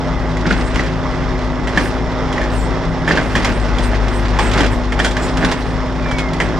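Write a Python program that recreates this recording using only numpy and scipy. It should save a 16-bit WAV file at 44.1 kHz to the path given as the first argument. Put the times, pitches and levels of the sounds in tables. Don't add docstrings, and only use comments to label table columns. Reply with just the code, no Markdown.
import sys
import numpy as np
from scipy import signal
from scipy.fft import rfft, irfft, next_fast_len
from scipy.io import wavfile
from scipy.ndimage import uniform_filter1d

SR = 44100
rng = np.random.default_rng(int(sys.argv[2]) if len(sys.argv) > 2 else 0)


def master(y):
    cut = np.clip(np.atleast_2d(y).T, -1, 1)
    pcm = np.round(cut * 32767)
    wavfile.write(sys.argv[1], SR, pcm.astype(np.int16))


N = 290879
TIME = np.arange(N) / SR
TAIL = np.arange(SR // 4) / SR


def gain_of(db):
    return 10 ** (np.asarray(db) / 20)

def unit_rms(x):
    return x / np.sqrt(np.mean(x ** 2) + 1e-20)

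def spectrum_at(points, hz):
    f, value = np.transpose(points)
    return np.interp(np.log(hz + 1), np.log(f + 1), value)

def coloured(x, points):
    log_gain = spectrum_at(points, abs(np.fft.fftfreq(8192, 1 / SR))) * np.log(10) / 20
    taps = np.fft.ifft(np.exp(np.conj(signal.hilbert(log_gain)))).real[:4096]
    return signal.oaconvolve(x, taps / np.linalg.norm(taps))[:len(x)]

def passband(x, hz, kind, order=3):
    return signal.sosfilt(signal.butter(order, hz, kind, fs=SR, output="sos"), x)

def resonate(x, hz, width):
    radius = np.exp(-np.pi * width / SR)
    pole = [1, -radius * np.exp(2j * np.pi * hz / SR)]
    return 2 * signal.lfilter([1 - radius], pole, signal.lfilter([1 - radius], pole, x)).real

def drift(per_s):
    span = max(round(SR / per_s), 2)
    return unit_rms(uniform_filter1d(uniform_filter1d(rng.standard_normal(N), span), span))

def tone(turns, db, waver_db, per_s):
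    return -np.sqrt(2) * gain_of(db + waver_db * drift(per_s)) * np.cos(2 * np.pi * turns)

def splinters(per_s, spread_db):
    size = gain_of(spread_db * np.minimum(rng.exponential(1, N), 4))
    return unit_rms(size * rng.standard_normal(N) * (rng.random(N) < per_s / SR))

def swells(starts, holds, dbs, floor_db, rise_db_per_s=234, fall_db_per_s=101):
    t = np.arange(0, N + 64, 64)[:, None] / SR
    db = dbs - rise_db_per_s * np.maximum(starts - t, 0)
    db -= fall_db_per_s * np.maximum(t - starts - holds, 0)
    return np.interp(TIME, t[:, 0], np.sqrt(gain_of(floor_db) ** 2 + (gain_of(db) ** 2).sum(1)))


# t/s, f/Hz
PUMP_SPEED = [(0, 255), (.2, 256.5), (.5, 249.5), (1, 258.5), (1.3, 253.5), (1.8, 252), (2.2, 259.5),
              (2.45, 247.5), (2.72, 260), (3.25, 258), (3.55, 244.5), (4.3, 245), (5, 249.5), (5.4, 257),
              (5.7, 254.5), (6.6, 257)]
PULSES_PER_FIRING = 4.72

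def exhaust():
    free_hz, full_sag_hz, governor_s, load_db_per_hz = 260, 24, 0.096, 0.72
    silencer_hz, silencer_width_hz = 164, 4.2
    pump_hz = np.interp(TIME, *np.transpose(PUMP_SPEED))
    firings = np.cumsum(pump_hz) / SR / PULSES_PER_FIRING
    sag_hz = free_hz - np.interp(TIME - governor_s, TIME, pump_hz)
    throb_db = -27.5 + load_db_per_hz * full_sag_hz * np.tanh(sag_hz / full_sag_hz)
    second_db = throb_db.mean() - 12 + 0.78 * (throb_db - throb_db.mean())
    detuning = 2 * (3 * pump_hz / PULSES_PER_FIRING - silencer_hz) / silencer_width_hz
    third_db = -29 - 10 * np.log10(1 + detuning ** 2)
    throb = tone(firings, throb_db, waver_db=1.2, per_s=25)
    return throb + tone(2 * firings, second_db, 3.5, 14) + tone(3 * firings, third_db, 3.1, 12), firings


# f/pump frequency, level/dB
GEAR_TONES = [(1.428, -36.5)]

def hydraulic_pump(firings):
    turns = firings * PULSES_PER_FIRING + 0.081 * drift(8.2)
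    hum = tone(turns, -26.5, waver_db=0.94, per_s=14)
    return hum + sum(tone(ratio * turns, db, 3.5, 10) for ratio, db in GEAR_TONES)


# f/Hz, relative level/dB
ROAR_SPECTRUM = [(18, -45), (33, 7.5), (80, -4.5), (130, 1.5), (225, -10.5), (290, -7), (500, -7.5),
                 (1100, -10.5), (2000, -21), (2800, -34), (5400, -31), (7200, -44), (12400, -107.5)]
# f/Hz, width/Hz, gain/dB
BLOCK_MODES = [(615.5, 84, -3), (2040, 305, 0.5), (3400, 870, 3), (5340, 460, -3)]

def machine_roar(firings, coherence):
    size = 2 * (len(coherence) - 1)
    shared, *own = rfft(rng.standard_normal((3, N)), size)
    noise = irfft(np.sqrt(coherence) * shared + np.sqrt(1 - coherence) * np.array(own), size)[:, :N]
    body = np.array([coloured(side, ROAR_SPECTRUM) for side in noise])
    body += sum(gain_of(db) * resonate(body, hz, width) for hz, width, db in BLOCK_MODES)
    clatter = passband(body, 350, "high", order=2)
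    knock = gain_of(1.8 * np.cos(4 * np.pi * firings) + .8 * drift(25))
    return gain_of(-21.5 + 0.81 * drift(6.3)) * (body + (knock - 1) * clatter)


# f/Hz, relative level/dB
STONE_SPECTRUM = [(120, 2), (300, 8), (800, -2), (1150, -2.5), (1750, -0.5), (2780, -9), (4080, -19.5),
                  (6630, -26.5), (10500, -42), (12400, -49.5), (15000, -70)]
# t/s, hold/s, grinding level/dB, rumble drive/dB, favoured rumble f/Hz
STONE_SURGES = [(0.468, 0.075, -21, -14.5, 213), (0.757, 0.056, -21.5, -39, 252),
                (1.77, 0.019, -19.5, -16, 260), (2.355, 0.21, -31, -39, 202),
                (3.103, 0.071, -18.5, -14.5, 433), (3.355, 0.14, -23, -22, 179),
                (3.515, 0.82, -27.5, -44, 240), (4.394, 0.072, -20.5, -18.5, 600),
                (4.56, 0.038, -17, -21, 300), (4.604, 0.024, -21.5, -18, 302),
                (4.995, 0.044, -25, -20, 200), (5.173, 0.28, -25.5, -30.5, 300),
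                (5.434, 0.045, -20, -16.5, 249), (6.416, 0.046, -26.5, -26, 257)]

def grinding():
    pebble_t60_s = 0.048
    start, hold, grind_db, _, _ = np.transpose(STONE_SURGES)
    pressing = swells(start, hold, grind_db, floor_db=-30.5)
    grind = gain_of(1.5 * drift(40)) * coloured(splinters(7000, 1.1), STONE_SPECTRUM)
    hits = abs(splinters(per_s=280, spread_db=1.0))
    pebbles = signal.oaconvolve(hits, gain_of(-60 * TAIL / pebble_t60_s))[:N] * rng.standard_normal(N)
    grit = unit_rms(passband(pebbles, [1800, 5500], "band"))
    return pressing * (grind + gain_of(-13) * grit)


# f/Hz, width/Hz, gain/dB
DRUM_MODES = [(120, 153, 1.5), (180, 49, 2), (297.4, 57, 0), (435.4, 27, -5), (839, 58, 3)]

def drum_rumble():
    start, hold, _, drive_db, favoured_hz = np.transpose(STONE_SURGES)
    blows = splinters(per_s=1500, spread_db=1.5)
    blows[np.round(start * SR).astype(int)] = gain_of(37.5)
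    rumble = np.zeros(N)
    for hz, width, db in DRUM_MODES:
        octaves = abs(np.log2(hz / favoured_hz))
        drive = swells(start, hold, drive_db - 14 * octaves, floor_db=-32)
        rumble += gain_of(db) * resonate(drive * blows, hz, width)
    return gain_of(17.5) * rumble


# t/s, relative level/dB, ring f/Hz, brightness/dB, T60/s
STONE_CRACKS = [(0.3693, -13.5, 1860, -15.5, 0.097), (0.4548, -18, 1560, -28, 0.2),
                (0.5065, -5, 1450, -20, 0.12), (0.525, -18, 2090, -23, 0.14), (0.742, -15, 2110, -16, 0.13),
                (0.758, -5.5, 1990, -18, 0.07), (0.794, -3.5, 1820, -22.5, 0.054),
                (0.835, -16, 1760, -17, 0.17), (1.672, -10, 1640, -19, 0.18),
                (1.774, 0.5, 1650, -19.5, 0.11), (1.855, -12.5, 1580, -20.5, 0.065),
                (2.325, -14.5, 1770, -12.5, 0.15), (2.379, -12, 1850, -23, 0.14),
                (2.4142, -11.5, 1700, -20, 0.25), (3.0768, -4.5, 1690, -21.5, 0.13),
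                (3.089, -7.5, 1930, -15, 0.034), (3.1095, -8, 1720, -31, 0.027),
                (3.123, -19, 1720, -29, 0.034), (3.1732, -8, 1570, -23.5, 0.23),
                (3.3523, -0.5, 1720, -18, 0.17), (3.4458, -0.5, 2050, -17, 0.16),
                (3.7844, -12.5, 2110, -10.5, 0.1), (4.082, -16.5, 1640, -11.5, 0.091),
                (4.388, -2.5, 960, -16.5, 0.16), (4.514, -14, 1480, -9, 0.13),
                (4.5338, -10, 1800, -11, 0.16), (4.576, -8, 1430, -14.5, 0.13),
                (4.605, -3, 1450, -13.5, 0.11), (4.632, -7, 1470, -17.5, 0.11),
                (4.662, -20, 1520, -3.5, 0.1), (4.922, -5.5, 2150, -19.5, 0.11),
                (4.991, -6.5, 1450, -16, 0.2), (4.9988, -4, 1640, -19.5, 0.1),
                (5.0458, -1.5, 1440, -13.5, 0.16), (5.109, -17.5, 1310, -8, 0.16),
                (5.167, -6, 1590, -15.5, 0.094), (5.3707, -15.5, 1480, -6.5, 0.1),
                (5.427, -12, 1450, -23, 0.15), (5.4471, -3, 1510, -12.5, 0.058),
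                (5.5146, -2, 1720, -15.5, 0.11), (6.059, -16.5, 1730, -24.5, 0.08),
                (6.112, -13, 1190, -15, 0.17), (6.1837, -8, 2610, -10.5, 0.13),
                (6.333, -16.5, 1230, -9, 0.082), (6.4014, -0.5, 1800, -22.5, 0.13)]
# f/Hz, width/Hz, gain/dB
CLANG_MODES = [(2525, 280, -12), (3310, 510, -9), (5000, 880, -24.5), (6700, 500, -21.5)]

def stone_cracks():
    dull, bright, ring = np.zeros((3, N + SR))
    chips = splinters(per_s=11000, spread_db=1.8)
    snaps = np.round(np.array(STONE_CRACKS)[:, 0] * SR + 26).astype(int)
    chips[snaps] = gain_of(15.5)
    attack_s, bite_s, snap_s = 0.0016, 0.004, 0.0015
    for start, db, hz, bright_db, t60 in STONE_CRACKS:
        spray = gain_of(db - 60 * TAIL / t60) * np.minimum(TAIL / attack_s, 1)
        spray *= 1 + .7 * np.exp(-TAIL / bite_s)
        part = slice(round(start * SR), round(start * SR) + len(TAIL))
        dull[part] = np.hypot(dull[part], spray)
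        bright[part] = np.hypot(bright[part], gain_of(bright_db) * spray)
        blow = np.resize(chips[part], len(TAIL)) * spray * (1 + gain_of(-4) * np.exp(-TAIL / snap_s))
        blow[0] = gain_of(db + 20.5)
        dullness_db = -15 - bright_db
        ring[part] += gain_of(dullness_db) * resonate(blow, hz, width=400)
        for mode_hz, width, mode_db in CLANG_MODES:
            ring[part] += gain_of(mode_db - dullness_db / 2) * resonate(blow, mode_hz, width)
    low = passband(coloured(chips * dull[:N], STONE_SPECTRUM), [600, 4000], "band")
    high = passband(coloured(chips * bright[:N], STONE_SPECTRUM), 4000, "high")
    return gain_of(-8.5) * low + gain_of(16) * high + gain_of(-1) * ring[:N]


SQUEAK_MODE_HZ = [5180, 6858, 7655, 8188, 8463, 9615, 10420, 12285]
SQUEAK_MODE_DB = [11, 7, 9.5, 6, 7.5, 3, -8, -3]
# t/s, hold/s, drive level/dB, favoured f/Hz
SCRAPER_CATCHES = [(0.578, 0.11, -60, 7700), (1.81, 0.075, -53.5, 9400), (2.538, 0.06, -56, 9000),
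                   (2.597, 0.042, -54.5, 7700), (3.237, 0.38, -61.5, 8900), (3.836, 0.027, -53, 8300),
                   (4.148, 0.018, -50, 9400), (4.405, 0.079, -51, 7540), (4.726, 0.011, -55, 8200),
                   (5.043, 0.016, -49, 8700), (5.227, 0.036, -48, 5200), (5.37, 0.34, -65, 8500),
                   (6.41, .05, -63, 8700)]

def scraper():
    start, hold, level_db, favoured_hz = np.transpose(SCRAPER_CATCHES)
    squeaks = np.zeros(N)
    for hz, db in zip(SQUEAK_MODE_HZ, SQUEAK_MODE_DB):
        octaves = np.log2(hz / favoured_hz)
        drive_db = level_db - np.maximum(6 * octaves, -26 * octaves)
        drive = swells(start, hold, drive_db, floor_db=-79, rise_db_per_s=512, fall_db_per_s=280)
        squeaks += drive * tone(hz * TIME + 0.23 * drift(60), db, waver_db=4.5, per_s=43)
    return squeaks


def frame_creak():
    start_s, length_s, from_hz, to_hz = 6, 0.4, 2451, 1952
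    progress = np.clip((TIME - start_s) / length_s, 0, 1)
    turns = np.cumsum(from_hz + (to_hz - from_hz) * progress) / SR
    return np.sin(np.pi * progress) * tone(turns, -30, waver_db=2, per_s=200)


def wall_reflections(direct, t60_s=.12):
    signs = rng.choice([-1., 1.], len(TAIL))
    echoes = signs * (rng.random(len(TAIL)) < .06) * gain_of(-60 * TAIL / t60_s)
    return signal.fftconvolve(direct, echoes / np.linalg.norm(echoes))[:N]


# f/Hz, coherence/1
STEREO_COHERENCE = [(60, 0.66), (500, 0.92), (1400, 1), (4000, 0.69), (9000, 0.44)]

def scene():
    size = 2 * next_fast_len(N // 2 + 1)
    coherence = np.clip(spectrum_at(STEREO_COHERENCE, np.fft.rfftfreq(size, 1 / SR)), 0, 1)
    throb, firings = exhaust()
    hum = hydraulic_pump(firings)
    direct = stone_cracks() + grinding() + drum_rumble() + scraper() + frame_creak()
    mid = irfft(np.sqrt((1 + coherence) / 2) * rfft(direct, size), size)[:N]
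    side = irfft(np.sqrt((1 - coherence) / 2) * rfft(wall_reflections(direct), size), size)[:N]
    return throb + hum + machine_roar(firings, coherence) + np.array([mid + side, mid - side])


# f/Hz, level/dB
PORT_BALANCE = [(60, 5.5), (170, 0.5), (400, -1.5), (2500, -3), (8000, -2)]
# f/Hz, phase/rad
PORT_PHASE = [(100, -0.16), (340, -0.5), (600, 0.25), (1380, -0.5), (4480, -0.53), (6500, -0.2)]

def record(dry):
    size = next_fast_len(N)
    hz = np.fft.rfftfreq(size, 1 / SR)
    left = gain_of(spectrum_at(PORT_BALANCE, hz) / 2) * np.exp(.5j * spectrum_at(PORT_PHASE, hz))
    ports = irfft(rfft(dry, size) * np.array([left, 1 / left]), size)[:, :N]
    rounded = ports / (1 + ports ** 4) ** .25
    lowpass = signal.firwin(511, cutoff=15250, window=("kaiser", 9), fs=SR)
    return signal.oaconvolve(rounded, lowpass[None], "same")


dry = scene()
out = record(dry)
master(out)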